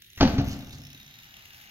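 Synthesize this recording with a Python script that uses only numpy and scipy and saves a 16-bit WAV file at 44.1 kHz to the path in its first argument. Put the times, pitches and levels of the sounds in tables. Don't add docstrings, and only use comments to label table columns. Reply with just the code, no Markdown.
import sys
import numpy as np
from scipy import signal
from scipy.fft import rfft, irfft, next_fast_len
from scipy.io import wavfile
from scipy.ndimage import uniform_filter1d, map_coordinates

SR = 44100
rng = np.random.default_rng(int(sys.argv[2]) if len(sys.argv) > 2 else 0)


def transcribe(u):
    v = np.clip(np.atleast_2d(u).T, -1, 1)
    q = np.round(v * 32767).astype(np.int16)
    wavfile.write(sys.argv[1], SR, q)


N = 74970


def gain_of(db):
    return 10 ** (np.asarray(db) / 20)


def evened(x):
    return x / np.sqrt(np.mean(x ** 2) + 1e-20)


def read(points, hz):
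    f, value = np.transpose(points)
    return np.interp(np.log(hz + 1), np.log(f + 1), value)


def add(mix, s, sound):
    part = mix[max(round(s * SR), 0):][:len(sound)]
    part += sound[:len(part)]


def colour(x, points, share=1):
    size = next_fast_len(N + 4096)
    gain = gain_of(share * read(points, np.fft.rfftfreq(size, 1 / SR)))
    return irfft(rfft(x, size) * gain, size)[..., :N]


def noise(points, share=1):
    return evened(colour(rng.standard_normal(N), points, share))


def grain(depth_db, smooth_samples):
    return gain_of(depth_db * evened(uniform_filter1d(rng.standard_normal(N), smooth_samples)))


# (time [s], boom level [dB], contact length [ms], crack level [dB], pitch of the panel struck most [Hz])
TYRE_BLOWS = [(.1722, -35, 6.3, -55.5, 101), (.2023, -26.5, 1.6, -44.5, 150), (0.2083, -12, 0.73, -19, 161),
              (.226, -8, 1.1, -29, 292), (0.2521, -15, 2.05, -40, 204), (.2742, -29.5, 1.4, -35.5, 246),
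              (.301, -33.5, 0.4, -45, 306), (.33, -18, 3.7, -51, 223), (0.3809, -12, 2.16, -34, 138),
              (.3885, -20, 2.77, -42.5, 190), (.3945, -28, 1.07, -48.5, 744), (.4215, -22.5, 4.3, -60, 109),
              (0.47, -22, 2.27, -48, 140), (0.503, -28, 2.9, -56, 250), (.531, -31, 5, -51, 138),
              (0.625, -39.5, 4.5, -55, 247), (.673, -47, 3.2, -53, 92), (0.733, -39, 3, -58.5, 62),
              (.789, -40, 2.67, -55.5, 141), (0.875, -51.5, 3.7, -69.5, 195), (0.942, -53.5, 1.9, -62, 235)]
# (frequency [Hz], relative level [dB], T60 [s])
RAMP_MODES = [(46, -45, 0.073), (67.7, -7.5, 0.28), (97.9, 0.5, 0.11), (140.1, -8, 0.24), (204.4, -7, 0.23),
              (354.7, -17, 0.23), (531, -7.5, 0.11), (616.6, -7, 0.093), (700.4, -8, 0.23),
              (757.8, -3.5, 0.13), (874.4, 2, 0.04), (1180, -14, .09), (1290, -19, 0.043),
              (1480, -8.5, 0.081)]
# (time [s], frequency [Hz])
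DECK_PITCH = [(.2, 259.7), (.248, 272.5), (.266, 222.5), (.29, 249.4), (.312, 303), (.335, 239),
              (.362, 268), (.39, 270.8), (.455, 300), (.495, 242), (.53, 282), (.65, 247), (.72, 230),
              (.78, 286)]
# (frequency [Hz], relative density [dB per Hz])
CRACK_SPECTRUM = [(300, 2.5), (550, -1.5), (850, -1.5), (1000, -10), (1180, -5.5), (1900, -10.5),
                  (2400, -10.5), (2900, -9), (3400, -12.5), (4500, -9.5), (5300, -17.5), (6050, -14),
                  (7200, -34.5), (8500, -69), (11500, -39.5), (15500, -57.5)]
DECK_DB, DECK_T60 = 1., 0.16
PLACE_DB_PER_OCTAVE, SWELL_S = 5, 0.00098
IN_STEP_BELOW_HZ = 120
SNAP_DB, SNAP_T60 = 4, 0.0058
CRACK_T60 = 0.09
SHUDDER_DB, SHUDDER_T60 = -8.5, 0.24


def ramp():
    boom, crack, t = np.zeros(N), np.zeros(N), np.arange(SR // 2) / SR
    modes = RAMP_MODES + [(DECK_PITCH[0][1], DECK_DB, DECK_T60)]
    hz, db, t60 = np.transpose(modes)[:, :, None]
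    alternating = (-1.) ** np.arange(len(hz))[:, None]
    sign = np.where(hz < IN_STEP_BELOW_HZ, 1, alternating)
    for s, boom_db, contact_ms, crack_db, struck_hz in TYRE_BLOWS:
        push = np.hanning(max(round(contact_ms * SR / 1000), 4))
        turns = hz * t
        turns[-1] = np.cumsum(np.interp(s + t, *np.transpose(DECK_PITCH))) / SR
        near_db = np.maximum(-PLACE_DB_PER_OCTAVE * abs(np.log2(hz / struck_hz)), -14)
        strength = sign * gain_of(db + near_db - 60 * t / t60)
        ring = (strength * np.sin(2 * np.pi * turns)).sum(0)
        swelled = ring * (1 - np.exp(-t / SWELL_S))
        add(boom, s, gain_of(boom_db) * np.convolve(swelled, push / push.sum()))
        add(crack, s, gain_of(crack_db + SNAP_DB - 60 * t / SNAP_T60))
        add(crack, s, gain_of(crack_db - 60 * t / CRACK_T60))
        add(crack, s, gain_of(crack_db + SHUDDER_DB - 60 * t / SHUDDER_T60))
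    rattle = evened(grain(2.5, 60))
    bursts = crack * rattle * noise(CRACK_SPECTRUM, .5)
    crack_rms = np.sqrt(np.mean(crack ** 2))
    return boom + crack_rms * evened(colour(bursts, CRACK_SPECTRUM, 0.54))


# (time [s], level [dB], hub resonance that rings most [Hz])
PAWL_TICKS = [(0.0202, -38.5, 2400), (0.0441, -48.5, 4070), (0.064, -49.5, 3530), (0.0784, -69.5, 3660),
              (0.1012, -46, 6180), (0.1223, -57, 3790), (0.1321, -46, 3900), (0.1516, -49, 6200),
              (0.1593, -43, 3170), (0.416, -41.5, 3720), (0.444, -41.5, 4230), (0.4519, -41.5, 6030),
              (0.4638, -44, 5600), (0.4697, -47, 6010), (0.4778, -44, 6140), (0.4838, -37.5, 6100),
              (0.493, -38.5, 6200), (0.5029, -60, 5100), (0.5284, -43, 3150), (0.5642, -47, 3520),
              (0.5899, -42, 5700), (0.6054, -45.5, 3700), (0.6223, -44.5, 3440), (0.6457, -45, 5460),
              (0.6693, -46, 6230), (0.6823, -47.5, 5600), (0.6939, -45, 5900), (0.7068, -43.5, 3670),
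              (0.7285, -41, 4050), (0.7834, -44, 5970), (0.803, -52, 5685), (0.8173, -44, 5150),
              (0.836, -45, 5497), (0.8505, -42, 5390), (0.8682, -42.5, 5600), (0.8883, -57, 3670),
              (0.9019, -42, 3560), (0.92, -62, 5700), (0.93, -42, 5800), (0.9463, -42.5, 3970),
              (0.9549, -63, 3930), (0.9756, -45, 3590), (1.0, -43, 3750), (1.0116, -47.5, 3680),
              (1.0292, -47, 5770), (1.0448, -65, 3830), (1.0625, -45, 6070), (1.078, -47, 3730),
              (1.0898, -59, 3700), (1.1092, -46, 3900), (1.1399, -45.5, 3710), (1.1544, -45, 3580),
              (1.169, -73.5, 3940), (1.187, -43, 3920), (1.1993, -46.5, 4260), (1.2217, -52, 3730),
              (1.233, -45, 2880), (1.2417, -44.5, 2960), (1.2543, -50, 4130), (1.2883, -62, 3730),
              (1.3075, -50.5, 3640), (1.3402, -42.5, 2750), (1.3498, -62, 2880), (1.3669, -41.5, 2610),
              (1.3927, -48, 2760), (1.407, -50, 2800), (1.4228, -45.5, 4500), (1.454, -42, 2670),
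              (1.505, -45.4, 2820), (1.533, -46, 5500), (1.5446, -44.7, 2820), (1.5684, -48, 4650),
              (1.5998, -48.5, 3500), (1.612, -48, 2950), (1.6207, -48.5, 3640), (1.6383, -52, 2840),
              (1.6485, -50.5, 3000), (1.663, -73, 5450), (1.673, -51, 2800), (1.6939, -48, 2860)]
# (frequency [Hz], relative density [dB per Hz])
TICK_SPECTRUM = [(1200, -23.5), (2400, 2.5), (3500, 4), (4700, -17), (6000, 0.5), (7200, -12.5),
                 (8400, -26.5), (10500, -8), (12800, -1.5), (15500, -8.5)]
# (frequency [Hz], relative level [dB], T60 [s])
HUB_MODES = [(2825, 2, 0.027), (3740, -3.5, 0.071), (4060, -4, 0.041), (5370, -4.5, 0.032),
             (6145, -5, 0.035)]
HUB_DB_PER_OCTAVE = 36.
HUB_SPREAD_DB, HUB_DETUNE = 1.5, .006
TICK_RISE_S, TICK_T60, PUFF_DB = 0.00073, 0.02, 0.5


def freewheel():
    out, t = np.zeros(N), np.arange(3000) / SR
    hz, db, t60 = np.transpose(HUB_MODES)[:, :, None]
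    hiss = noise(TICK_SPECTRUM)
    luck = rng.standard_normal((len(PAWL_TICKS), 3, len(HUB_MODES), 1))
    for (s, level_db, ring_hz), (strength, detune, phase) in zip(PAWL_TICKS, luck):
        near_db = np.maximum(-HUB_DB_PER_OCTAVE * abs(np.log2(hz / ring_hz)), -13)
        decay = gain_of(db + near_db + HUB_SPREAD_DB * strength - 60 * t / t60)
        ring = decay * np.sin(2 * np.pi * hz * (1 + HUB_DETUNE * detune) * t + 3 * phase)
        puff = np.resize(hiss[round(s * SR):], len(t)) * gain_of(PUFF_DB - 60 * t / TICK_T60)
        rise = np.minimum(t / TICK_RISE_S, 1)
        add(out, s, gain_of(level_db) * rise * (puff + ring.sum(0)))
    return out


# (time [s], level [dB])
ROLL_LEVEL = [(0.17, -42.5), (0.232, -51.5), (0.352, -45.5), (0.394, -61), (0.532, -54.5), (0.676, -63.5),
              (1.278, -57), (1.7, -56.5)]
# (frequency [Hz], relative density [dB per Hz])
ROLL_SPECTRUM = [(24, -52.5), (40, -19), (106, -0.5), (512, -21), (780, -8), (1040, -14.5), (1690, -5),
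                 (2360, -6), (2760, -8), (4800, -12), (6700, -13.5), (8000, -33), (10400, -47),
                 (17600, -120)]


def rolling():
    t, (s, db) = np.arange(N) / SR, np.transpose(ROLL_LEVEL)
    touchdown = np.clip((t - TYRE_BLOWS[0][0]) / 0.0026, 0, 1)
    crunch = evened(grain(2., 200) * noise(ROLL_SPECTRUM))
    return touchdown * gain_of(np.interp(t, s, db)) * crunch


# (time [s], level [dB], length [s])
CHAIN_CLATTER = [(0.405, -66, 0.007), (0.437, -56, 0.11), (0.49, -49.5, 0.065), (0.713, -53.5, 0.052),
                 (0.904, -58, 0.019), (1.247, -68, 0.028), (1.44, -60, .025)]
# (frequency [Hz], relative density [dB per Hz])
CLATTER_SPECTRUM = [(590, -53), (1000, -6), (1580, -13), (2530, -14), (4290, -1.5), (6710, -5.5),
                    (8250, -22), (12300, -21), (15500, -40)]


def clatter():
    shape = np.zeros(N)
    for s, db, length in CHAIN_CLATTER:
        add(shape, s, gain_of(db) * signal.windows.tukey(round(length * SR), .6))
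    return shape * evened(grain(3., 40) * noise(CLATTER_SPECTRUM))


# (time [s], level before the grain [dB])
FIZZ_LEVEL = [(0, -66.5), (0.141, -63), (.2, -57.5), (.3, -56.5), (0.346, -57.5), (0.432, -66), (.455, -66),
              (.53, -59), (.56, -74), (.63, -78), (.75, -76), (1.0, -72), (1.12, -69), (1.25, -65),
              (1.399, -67.5), (1.469, -63.5), (1.62, -57.5), (1.7, -68.5)]
# (frequency [Hz], relative density [dB per Hz])
FIZZ_SPECTRUM = [(4120, -34.5), (7000, -25.5), (7850, -10.5), (8340, -16), (9550, -20), (10300, -12.5),
                 (12100, 5), (14100, -10), (15700, -2)]
FIZZ_DIFFUSE_DB = 0.


def fizz():
    s, db = np.transpose(FIZZ_LEVEL)
    level = gain_of(np.interp(np.arange(N) / SR, s, db)) * grain(2.2, 300)
    diffuse = np.array([noise(FIZZ_SPECTRUM), noise(FIZZ_SPECTRUM)])
    return level * noise(FIZZ_SPECTRUM), level * gain_of(FIZZ_DIFFUSE_DB) * diffuse


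# (time [s], lag of the left microphone [ms])
LEFT_MIC_LAG = [(0, 0.12), (0.299, 0.094), (.5, 0.16), (1.7, 0.3)]


def heard_directly(x):
    n, (s, ms) = np.arange(N), np.transpose(LEFT_MIC_LAG)
    lag = np.interp(n / SR, s, ms) * SR / 1000
    return np.array([map_coordinates(x, [n - lag], order=5), x])


# (frequency [Hz], likeness [0-1])
DIFFUSE_LIKENESS = [(60, 1), (300, 0.92), (700, 0.7), (1500, 0), (4000, 0.1), (12000, 0.2)]


def pair(a, b):
    size = a.shape[-1]
    same = np.clip(read(DIFFUSE_LIKENESS, np.fft.rfftfreq(size, 1 / SR)), 0, 1)
    return np.array([a, irfft(same * rfft(a) + np.sqrt(1 - same ** 2) * rfft(b), size)])


# (frequency [Hz], T60 [s])
TREE_DECAY = [(60, 0.95), (170, 1.54), (300, 0.75), (700, 0.96), (2000, 0.83), (6000, 0.31), (12000, 1.2)]
FIRST_ECHO_S = .012


def trees(x):
    taps = np.zeros((2, 2 * SR))
    at = np.arange(round(FIRST_ECHO_S * SR), 2 * SR - 20, 20)
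    jitter = rng.integers(0, 20, (2, len(at)))
    np.put_along_axis(taps, at + jitter, rng.choice([-1., 1.], (2, len(at))), 1)
    hz, t, z = signal.stft(pair(*taps), SR, nperseg=512)
    fade = gain_of(-60 * t / read(TREE_DECAY, hz)[:, None])
    fade /= np.sqrt((fade ** 2).sum(1, keepdims=True))
    tail = signal.istft(z * fade, SR, nperseg=512)[1]
    return signal.fftconvolve(x[None], tail / np.linalg.norm(tail[0]), axes=1)[:, :N]


# (frequency [Hz], relative density [dB per Hz])
AIR_SPECTRUM = [(15, -33.5), (25, -3.5), (145, -4), (287, -18.5), (384, -18), (467, -27), (1100, -38.5),
                (1740, -15.5), (3620, -13.5), (4730, -21), (6340, -30), (8500, -42.5), (11000, -76.5),
                (18700, -120)]
AIR_DB = -60


def forest_air():
    return gain_of(AIR_DB) * pair(noise(AIR_SPECTRUM), noise(AIR_SPECTRUM))


HITS_TREES_DB, BIKE_TREES_DB = -9, -3


def scene():
    hits, (near_fizz, diffuse_fizz) = ramp(), fizz()
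    bike = freewheel() + rolling() + clatter()
    direct = heard_directly(hits + bike + near_fizz)
    echoes = trees(gain_of(HITS_TREES_DB) * hits + gain_of(BIKE_TREES_DB) * bike)
    return direct + echoes + forest_air() + diffuse_fizz


# (frequency [Hz], left minus right [dB])
MIC_BALANCE = [(60, .5), (380, 0.5), (1100, 5), (2400, 6), (5000, -7), (9000, -4), (15000, 1.5)]
EDGE_HZ = 15850


def record(dry):
    mics = np.array([colour(dry[0], MIC_BALANCE, .5), colour(dry[1], MIC_BALANCE, -.5)])
    low_pass = signal.firwin(1023, EDGE_HZ, window=("kaiser", 9), fs=SR)
    return signal.oaconvolve(mics, low_pass[None], "same")


dry = scene()
out = record(dry)
transcribe(out)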